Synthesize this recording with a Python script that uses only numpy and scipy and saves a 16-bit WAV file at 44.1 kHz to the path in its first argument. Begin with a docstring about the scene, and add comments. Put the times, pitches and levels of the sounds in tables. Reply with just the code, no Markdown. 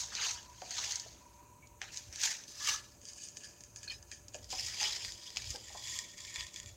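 """A plastic bag is rustled and crinkled close up, in a room with a faint steady hiss and hum.
First come rustles and snaps; the loudest snap cracks past two seconds, then sparse strokes and a knot of squeaks.
After four and a half seconds the strokes crowd together, with dull low knocks and surges of handling rumble.
Rustle is grainy noise, snaps are noise bursts, knocks and squeaks are fluttering decaying or swelling sines;
rumble and hiss are shaped noise, a breathy tone is narrow noise, and the hum is two wavering sines."""
import sys
import numpy as np
from scipy import signal
from scipy.fft import rfft, irfft, next_fast_len
from scipy.io import wavfile
from scipy.ndimage import uniform_filter1d, map_coordinates

SR = 44100
rng = np.random.default_rng(int(sys.argv[2]) if len(sys.argv) > 2 else 0)


def transcribe(u):
    """Save the signal u as a 16-bit wav file named by the first command-line argument.

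    u: samples, shape (n,) or (channels, n), limited to [-1, 1]; the rate is SR.
    q: integer samples, one column per channel.
    """
    v = np.clip(np.atleast_2d(u).T, -1, 1)
    q = np.round(v * 32767).astype(np.int16)
    wavfile.write(sys.argv[1], SR, q)


N = 298380  # length [samples]

# wavering hum tones: (frequency [Hz], level [dB])
HUM_TONES = [(587, -71.5), (343, -76)]
# colour of the steady hiss: (frequency [Hz], relative density [dB per Hz])
HISS_COLOUR = [(90, -28), (140, 7.5), (400, 1.5), (800, -4), (1300, -7), (2000, -13), (2500, -5.5),
               (3300, -19), (4100, -13), (5200, -18.5), (6400, -0.5), (8000, -10.5), (10000, -15.5),
               (16000, -15.5)]
# colour of the low handling rumble: (frequency [Hz], relative density [dB per Hz])
RUMBLE_COLOUR = [(15, -17), (30, -32), (45, -6.5), (60, 0), (83, -3), (95, -4.5), (110, -1), (122, -3.5),
                 (135, -30), (200, -59)]
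# surges of the low handling rumble: (time [s], level [dB])
RUMBLE_SWELLS = [(0.0, -62), (2.05, -65), (2.09, -54.5), (2.43, -71), (2.79, -61), (2.96, -67), (4.39, -63),
                 (4.43, -54.5), (5.01, -61.5), (5.07, -53.5), (5.22, -71), (5.52, -52), (5.58, -63),
                 (6.35, -63.5), (6.39, -52), (6.52, -71), (6.69, -51), (6.77, -68)]
# faint breathy tone: (time [s], level [dB])
BREATHY_SWELLS = [(0, -62), (.6, -64), (1.2, -67.5), (1.8, -66.5), (2.3, -80), (4.3, -80), (5.0, -69.5),
                  (6.0, -81), (6.77, -92)]
# decay of the room: (frequency [Hz], time to fall 60 dB [s])
ROOM_DECAY = [(500, 0.53), (3000, 0.081), (10000, 0.087)]
# bag squeaks: (time [s], pitch [Hz], level [dB], length [s])
BAG_SQUEAKS = [(0.581, 3200, -56, 0.015), (1.623, 2270, -57, 0.053), (3.429, 1720, -56, 0.046),
               (3.828, 1700, -61, 0.047), (3.877, 4330, -38, 0.018), (3.874, 1680, -53.5, 0.025),
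               (3.876, 2470, -49.5, 0.04), (3.897, 4310, -37.5, 0.021), (3.898, 2470, -44.5, 0.062),
               (3.897, 3080, -44, 0.047), (3.899, 5130, -50.5, 0.11), (3.915, 1810, -52, 0.028),
               (3.928, 4550, -52, 0.016), (3.93, 4000, -58, 0.065), (4.115, 1850, -58, 0.047),
               (4.122, 2400, -51, 0.0081), (5.548, 1590, -55, 0.028)]
# dull low knocks, perhaps on a plastic tub: (time [s], level [dB], pitch [Hz], time to fall 60 dB [s])
LOW_KNOCKS = [(.618, -44, 746, 0.082), (1.061, -46, 636, 0.033), (1.817, -53.5, 808, 0.072),
              (4.344, -49, 598, 0.097), (4.526, -39.5, 739, 0.066), (4.81, -49.5, 854, 0.22),
              (5.54, -52.5, 490, 0.2), (5.543, -49, 791, 0.076), (5.70, -52, 820, 0.067),
              (5.748, -46.5, 846, 0.11)]
# partials of a knock: (ratio to pitch, level [dB])
KNOCK_PARTIALS = [(.45, -14), (0.782, -6.5), (1.002, 5), (1.22, -5), (1.5, -16), (2.05, -19)]
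# strokes of rustling, rise and fall over 20 dB:
# (loudest time [s], rustle level [dB], rise [s], fall [s], low part re rustle [dB])
RUSTLE_STROKES = [(0.0, -35, .05, 0.11, 0.5), (.165, -44, 0.042, 0.18, 13.5), (.25, -35.5, 0.17, 0.13, 10),
                  (.34, -41, 0.14, 0.049, -5), (.712, -46, 0.017, .15, 8), (.79, -41, 0.14, 0.32, 7),
                  (.9, -39.5, 0.32, 0.17, 3.5), (1.825, -52, 0.017, .17, 10),
                  (1.925, -44, 0.011, 0.19, -10), (1.984, -50, 0.074, 0.17, -18),
                  (2.135, -48, 0.017, .2, -1), (2.25, -29, 0.074, .13, -2), (2.483, -50, 0.029, 0.41, -18),
                  (2.681, -30, 0.093, 0.11, 2.5), (2.745, -35.5, 0.14, 0.038, 0),
                  (3.049, -57, 0.034, 0.09, 6), (3.09, -47, 0.026, 0.04, 0), (3.245, -46.5, 0.24, .14, -2),
                  (3.371, -51, .05, 0.11, -4), (3.445, -51, 0.077, 0.17, 6), (3.641, -61.5, 0.25, .3, -3),
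                  (3.772, -51, 0.027, 0.071, -7), (3.84, -51, .045, 0.07, 4), (3.912, -52.5, .035, 0.12, 9),
                  (4.127, -51, 0.055, 0.11, 4), (4.351, -52, .03, 0.088, 6), (4.51, -42, 0.022, 0.33, 0),
                  (4.59, -40, 0.14, 0.23, -2), (4.67, -40.5, 0.12, 0.24, 1.5), (4.839, -36, 0.13, 0.24, 8),
                  (5.058, -43, 0.35, 0.18, -4), (5.275, -51, 0.35, 0.093, 3), (5.372, -48, 0.055, 0.39, 5),
                  (5.513, -42.5, .25, 0.14, -2), (5.948, -39.5, 0.37, 0.19, -0.5),
                  (6.19, -52.5, .03, 0.28, 1.5), (6.3, -49, 0.25, 0.074, 1.5),
                  (6.389, -43, 0.11, 0.13, 5.5), (6.569, -49, .12, 0.17, -1),
                  (6.686, -52, 0.065, .08, -2.5)]
# sharp crinkles of the bag, before filtering: (time [s], energy [dB], low part re energy [dB])
BAG_SNAPS = [(.0161, -23, -10), (.1518, -13, 6.5), (.247, -16, -3), (.262, -21, -8), (.3111, -19, -1.5),
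             (.4293, -25.5, -30), (.6185, -40.5, 25), (.7076, -14.5, -12), (.7738, -14, 0),
             (.8452, -11, -10), (.9212, -7.5, -19), (.9572, -7.5, -32), (.998, -14.5, -19),
             (1.672, -32, -20), (1.8161, -21, 13.5), (1.973, -14, -22), (2.127, -20, -10),
             (2.1586, -16, -9), (2.216, -11, -20), (2.2346, -3.5, -16), (2.238, -5, -1.5),
             (2.258, -13, -16), (2.4379, -25, -25), (3.0155, -34, 1), (3.0534, -21.5, -18),
             (3.0863, -23.5, -22), (3.1328, -23, -21), (3.2863, -21.5, -13), (3.37, -17, 1),
             (3.4366, -29, 4), (3.4494, -27, -13), (3.6071, -26, -6), (3.6373, -25, -1), (3.7605, -20.5, 3),
             (3.8314, -18.5, -2), (3.9193, -23, 5), (4.0271, -29.5, -3), (4.1154, -20.5, 10.5),
             (4.2827, -23, -11), (4.3363, -29.5, -.5), (4.3446, -21.5, 9), (4.4435, -25.5, -7),
             (4.5041, -17.5, -8), (4.628, -22, -13), (4.83, -22, 19), (4.8386, -20, 14), (5.0295, -24, 2),
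             (5.0482, -19.5, 12), (5.121, -16.5, -6), (5.1767, -28, -16), (5.3039, -24, 5),
             (5.3612, -21.5, 7), (5.3703, -10, 6), (5.4428, -24, 8), (5.5046, -12, -17), (5.5589, -18, -6),
             (5.694, -30.5, 8), (5.7734, -29, 8), (5.8724, -18, -3.5), (5.989, -9.5, -4), (6.1795, -22, -5),
             (6.2048, -21, -3), (6.2496, -22, 4), (6.3422, -20, 0), (6.359, -18, 10.5), (6.408, -21, 12),
             (6.467, -20, -14), (6.5423, -22, -5), (6.5607, -16.5, 0), (6.6004, -18.5, -7),
             (6.6307, -27, -1), (6.66, -27, 3)]
# basic colour of the bag: (frequency [Hz], relative density [dB per Hz])
BAG_COLOUR = [(240, -66.5), (400, -17.5), (545, -22.5), (579, -19), (814, -9), (1130, -14), (1630, -7),
              (4050, -2), (5110, 0.5), (6740, 2), (9610, -15.5), (16000, -23)]
# the ringing of the bag changes in steps; each step begins at: (time [s])
RINGING_STARTS = [0, 1.7, 2.47, 2.95, 4.42, 5.62]
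# resonances and hollows, one list per step: (centre [Hz], width [Hz], lift [dB])
RINGING_RESONANCES = [
    [(2340, 620, -2), (4600, 610, 4.5), (6400, 1100, 8), (11200, 6100, -4.5)],
    [(925, 31, 7.5), (1720, 440, 6.5), (2400, 760, 4.5), (6100, 1200, 5.5), (7360, 360, 1),
     (11300, 8500, -5)],
    [(730, 170, -13), (1197, 160, 13.5), (1720, 71, 15.5), (4900, 840, 4.5), (6100, 180, 8),
     (11100, 3300, 0)],
    [(1710, 170, 17), (2470, 210, 10.5), (3020, 580, 10.5), (4810, 700, 11), (6500, 1500, 14),
     (9100, 2600, 14)],
    [(325, 86, 15), (790, 200, -3), (1470, 210, -4), (1876, 120, 6.5), (2310, 140, 4), (3300, 550, 6),
     (5000, 610, 10), (6270, 160, 4), (7020, 490, 5)],
    [(650, 350, -16), (1010, 143, 16), (1470, 220, -15.5), (1858, 160, 13), (2260, 340, 7.5),
     (3396, 220, 12), (4860, 410, 6), (7130, 1100, 6.5), (11800, 460, 4)],
]

HISS_DB = -64
BREATHY_HZ, BREATHY_HALF_WIDTH_HZ = 972, 40
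ROOM_DB = -12.0
KNOCK_ATTACK_S = 0.0033
STROKE_ROUNDNESS = 0.89  # 1 = pointed swell, 2 = bell
SLIPS_PER_S, SLIP_SPREAD_DB, SLIP_LIFE_S = 500, 4.7, 0.0036
SNAP_T60_S, SETTLE_T60_S = 0.008, 0.045  # sharp snap, weaker longer tail
BAG_SPLIT_HZ = 3300  # low part below, high part above
TOP_HZ = 15850


def amp(db):
    """Decibels to gain."""
    return 10 ** (np.asarray(db) / 20)


def unit(x):
    """Scale to rms 1."""
    return x / np.sqrt(np.mean(x ** 2) + 1e-20)


def along(points, hz):
    """Read (Hz, value) points on a log frequency axis."""
    f, v = np.transpose(points)
    return np.interp(np.log(hz + 1), np.log(f + 1), v)


def curve(points):
    """Draw (s, value) points as one value per sample."""
    s, v = np.transpose(points)
    return np.interp(np.arange(N) / SR, s, v)


def wobble(rate):
    """A smooth random curve, rate knots a second."""
    knots = rng.standard_normal(int(N * rate / SR) + 4)
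    return map_coordinates(knots, [np.arange(N) * rate / SR])


def filtered(x, response):
    """Multiply the spectrum of x by a response of frequency."""
    m = next_fast_len(N + SR // 2)
    hz = np.fft.rfftfreq(m, 1 / SR)
    return irfft(rfft(x, m) * response(hz), m)[..., :N]


def causal(x, colour_db):
    """Pass x through the minimum-phase filter of a dB colour, power gain 1, so attacks stay sharp."""
    size = 4096
    log_gain = np.maximum(colour_db(np.fft.rfftfreq(size, 1 / SR)), -100) * np.log(10) / 20
    cepstrum = irfft(log_gain)
    # folding the cepstrum forward leaves no sound before the attack
    cepstrum[1:size // 2] *= 2
    cepstrum[size // 2 + 1:] = 0
    kernel = irfft(np.exp(rfft(cepstrum)))
    return signal.fftconvolve(x, kernel / np.linalg.norm(kernel))[:N]


def bumps(modes, hz):
    """Resonant lifts and hollows in dB."""
    return sum(db / (1 + (2 * (hz - centre) / width) ** 2) for centre, width, db in modes)


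def patchy(depth_db):
    """White noise with time-frequency patches of random gain."""
    z = signal.stft(rng.standard_normal(N), nperseg=256)[2]
    field = uniform_filter1d(rng.standard_normal(z.shape), 4, 0)
    field = uniform_filter1d(field, 8, 1)
    noise = signal.istft(z * amp(depth_db * unit(field)), nperseg=256)[1]
    return unit(noise[:N])


def grains(per_second, spread_db, life_s):
    """Envelope of tiny slips: random moments, a few much stronger than the rest."""
    hit = rng.random(N) < per_second / SR
    sizes = hit * amp(spread_db * np.minimum(rng.exponential(size=N), 3))
    return unit(signal.lfilter([1], [1, -np.exp(-1 / (life_s * SR))], sizes))


def background():
    """Steady hiss of patchy shaped noise and slightly unsteady hum of two sines."""
    t = np.arange(N) / SR
    hum = sum(amp(db + 1.1 * wobble(12.0)) * np.sin(2 * np.pi * hz * t + 0.21 * wobble(5))
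              for hz, db in HUM_TONES)
    hiss = unit(filtered(patchy(1.9), lambda hz: amp(along(HISS_COLOUR, hz))))
    return hum + amp(HISS_DB) * hiss


def breathy_tone():
    """Noise through one narrow resonance gives an unsteady breathy pitch."""
    def narrow(hz):
        """One resonance around the tone."""
        return 1 / (1 + ((hz - BREATHY_HZ) / BREATHY_HALF_WIDTH_HZ) ** 2)

    breath = unit(filtered(rng.standard_normal(N), narrow))
    return amp(curve(BREATHY_SWELLS) + 2.8 * wobble(12)) * breath


def handling_rumble():
    """Bumps of the microphone as it is handled: lumpy low noise that surges and sinks."""
    lumps = amp(0.81 * wobble(18) + 1.7 * wobble(6)) * rng.standard_normal(N)
    rumble = unit(filtered(lumps, lambda hz: amp(along(RUMBLE_COLOUR, hz))))
    return amp(curve(RUMBLE_SWELLS)) * rumble


def room(x):
    """Each frequency of the room's answer dies at its own speed; a new noise tail every quarter second."""
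    out, step = np.zeros(N + SR), SR // 4
    for start in range(0, N, step):
        hz, t, z = signal.stft(rng.standard_normal(SR // 3), SR, nperseg=256)
        decay = amp(-60 * t / along(ROOM_DECAY, hz)[:, None])
        tail = signal.istft(z * decay, SR, nperseg=256)[1]
        wet = signal.fftconvolve(x[start:start + step], tail / np.linalg.norm(tail))
        out[start + SR // 200:][:len(wet)] += wet  # the room answers 5 ms late
    return out[:N]


def knocks():
    """Dull low knocks: a rough low note with partials around it, dying fast."""
    out, t = np.zeros(N + SR), np.arange(SR // 4) / SR
    attack = 1 - np.exp(-t / KNOCK_ATTACK_S)
    for s, db, hz, t60 in LOW_KNOCKS:
        noise = rng.standard_normal((len(KNOCK_PARTIALS), len(t)))
        flutter = uniform_filter1d(noise, SR // 150, 1) * 17  # near rms 1
        ring = sum(amp(level_db + 4.1 * f) * np.sin(2 * np.pi * hz * ratio * t + 0.83 * f)
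                   for (ratio, level_db), f in zip(KNOCK_PARTIALS, flutter))
        out[round(s * SR):][:len(t)] += amp(db - 60 * t / t60) * attack * ring
    return out[:N]


def squeaks():
    """Short squeaks of the bag: each a single pitch that swells and fades, a little unsteady."""
    out, t = np.zeros(N + SR), np.arange(SR // 4) / SR
    for s, hz, db, length in BAG_SQUEAKS:
        swell = np.abs(np.sin(np.pi * np.clip(t / length, 0, 1) ** 0.45)) ** 1.9  # peaks early
        flutter = uniform_filter1d(rng.standard_normal((2, len(t))), SR // 300, 1) * 12  # near rms 1
        rough = amp(2.5 * flutter[0]) * np.sin(2 * np.pi * hz * t + 0.6 * flutter[1])
        out[round(s * SR):][:len(t)] += amp(db) * swell * rough
    return out[:N]


def strokes():
    """Gains of the rustle and its low part: strokes swell and fade, overlapping ones add their power."""
    t, power = np.arange(N) / SR, np.zeros((2, N))
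    for s, db, rise_s, fall_s, low_db in RUSTLE_STROKES:
        away = np.abs(t - s) / np.where(t < s, rise_s, fall_s)
        swell = amp(-20 * away ** STROKE_ROUNDNESS)
        power += amp([[db], [db + low_db]]) ** 2 * swell ** 2
    return np.sqrt(power)


def bag():
    """Rustle and snaps of the plastic share one colour, with resonances that change in steps."""
    gain, low_gain = strokes()
    slips = unit(grains(SLIPS_PER_S, SLIP_SPREAD_DB, SLIP_LIFE_S) + 1.41)  # grains over a steady rub
    slips = slips * amp(0.76 * wobble(70))
    high = np.pad(slips * gain * patchy(2.14), (0, SR))
    low = np.pad(slips * low_gain * patchy(4.2), (0, SR))

    t = np.arange(SR // 8) / SR
    shape = amp(-60 * t / SNAP_T60_S) + 0.34 * amp(-60 * t / SETTLE_T60_S)
    for s, db, rel_db in BAG_SNAPS:
        crack = shape * rng.standard_normal((2, len(t)))
        small, large = amp(db) * crack / np.linalg.norm(crack, axis=1, keepdims=True)
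        high[round(s * SR):][:len(t)] += uniform_filter1d(small, 2)  # softens the extreme treble
        low[round(s * SR):][:len(t)] += large * amp(rel_db)

    low_pass = signal.butter(2, BAG_SPLIT_HZ, "low", fs=SR, output="sos")
    high_pass = signal.butter(2, BAG_SPLIT_HZ, "high", fs=SR, output="sos")
    raw = signal.sosfilt(low_pass, low[:N]) + signal.sosfilt(high_pass, high[:N])
    ringing = np.searchsorted(RINGING_STARTS, np.arange(N) / SR, "right") - 1
    return sum(causal(raw * (ringing == k), lambda hz: along(BAG_COLOUR, hz) + bumps(modes, hz))
               for k, modes in enumerate(RINGING_RESONANCES))


def scene():
    """Near sounds with their room, over the rumble, breathy tone, hiss and hum."""
    near = bag() + knocks() + squeaks()
    steady = handling_rumble() + breathy_tone() + background()
    return (near + amp(ROOM_DB) * room(near) + steady)[None]


def record(dry):
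    """The microphone keeps nothing above its band limit."""
    return filtered(dry, lambda hz: hz < TOP_HZ)


dry = scene()
out = record(dry)
transcribe(out)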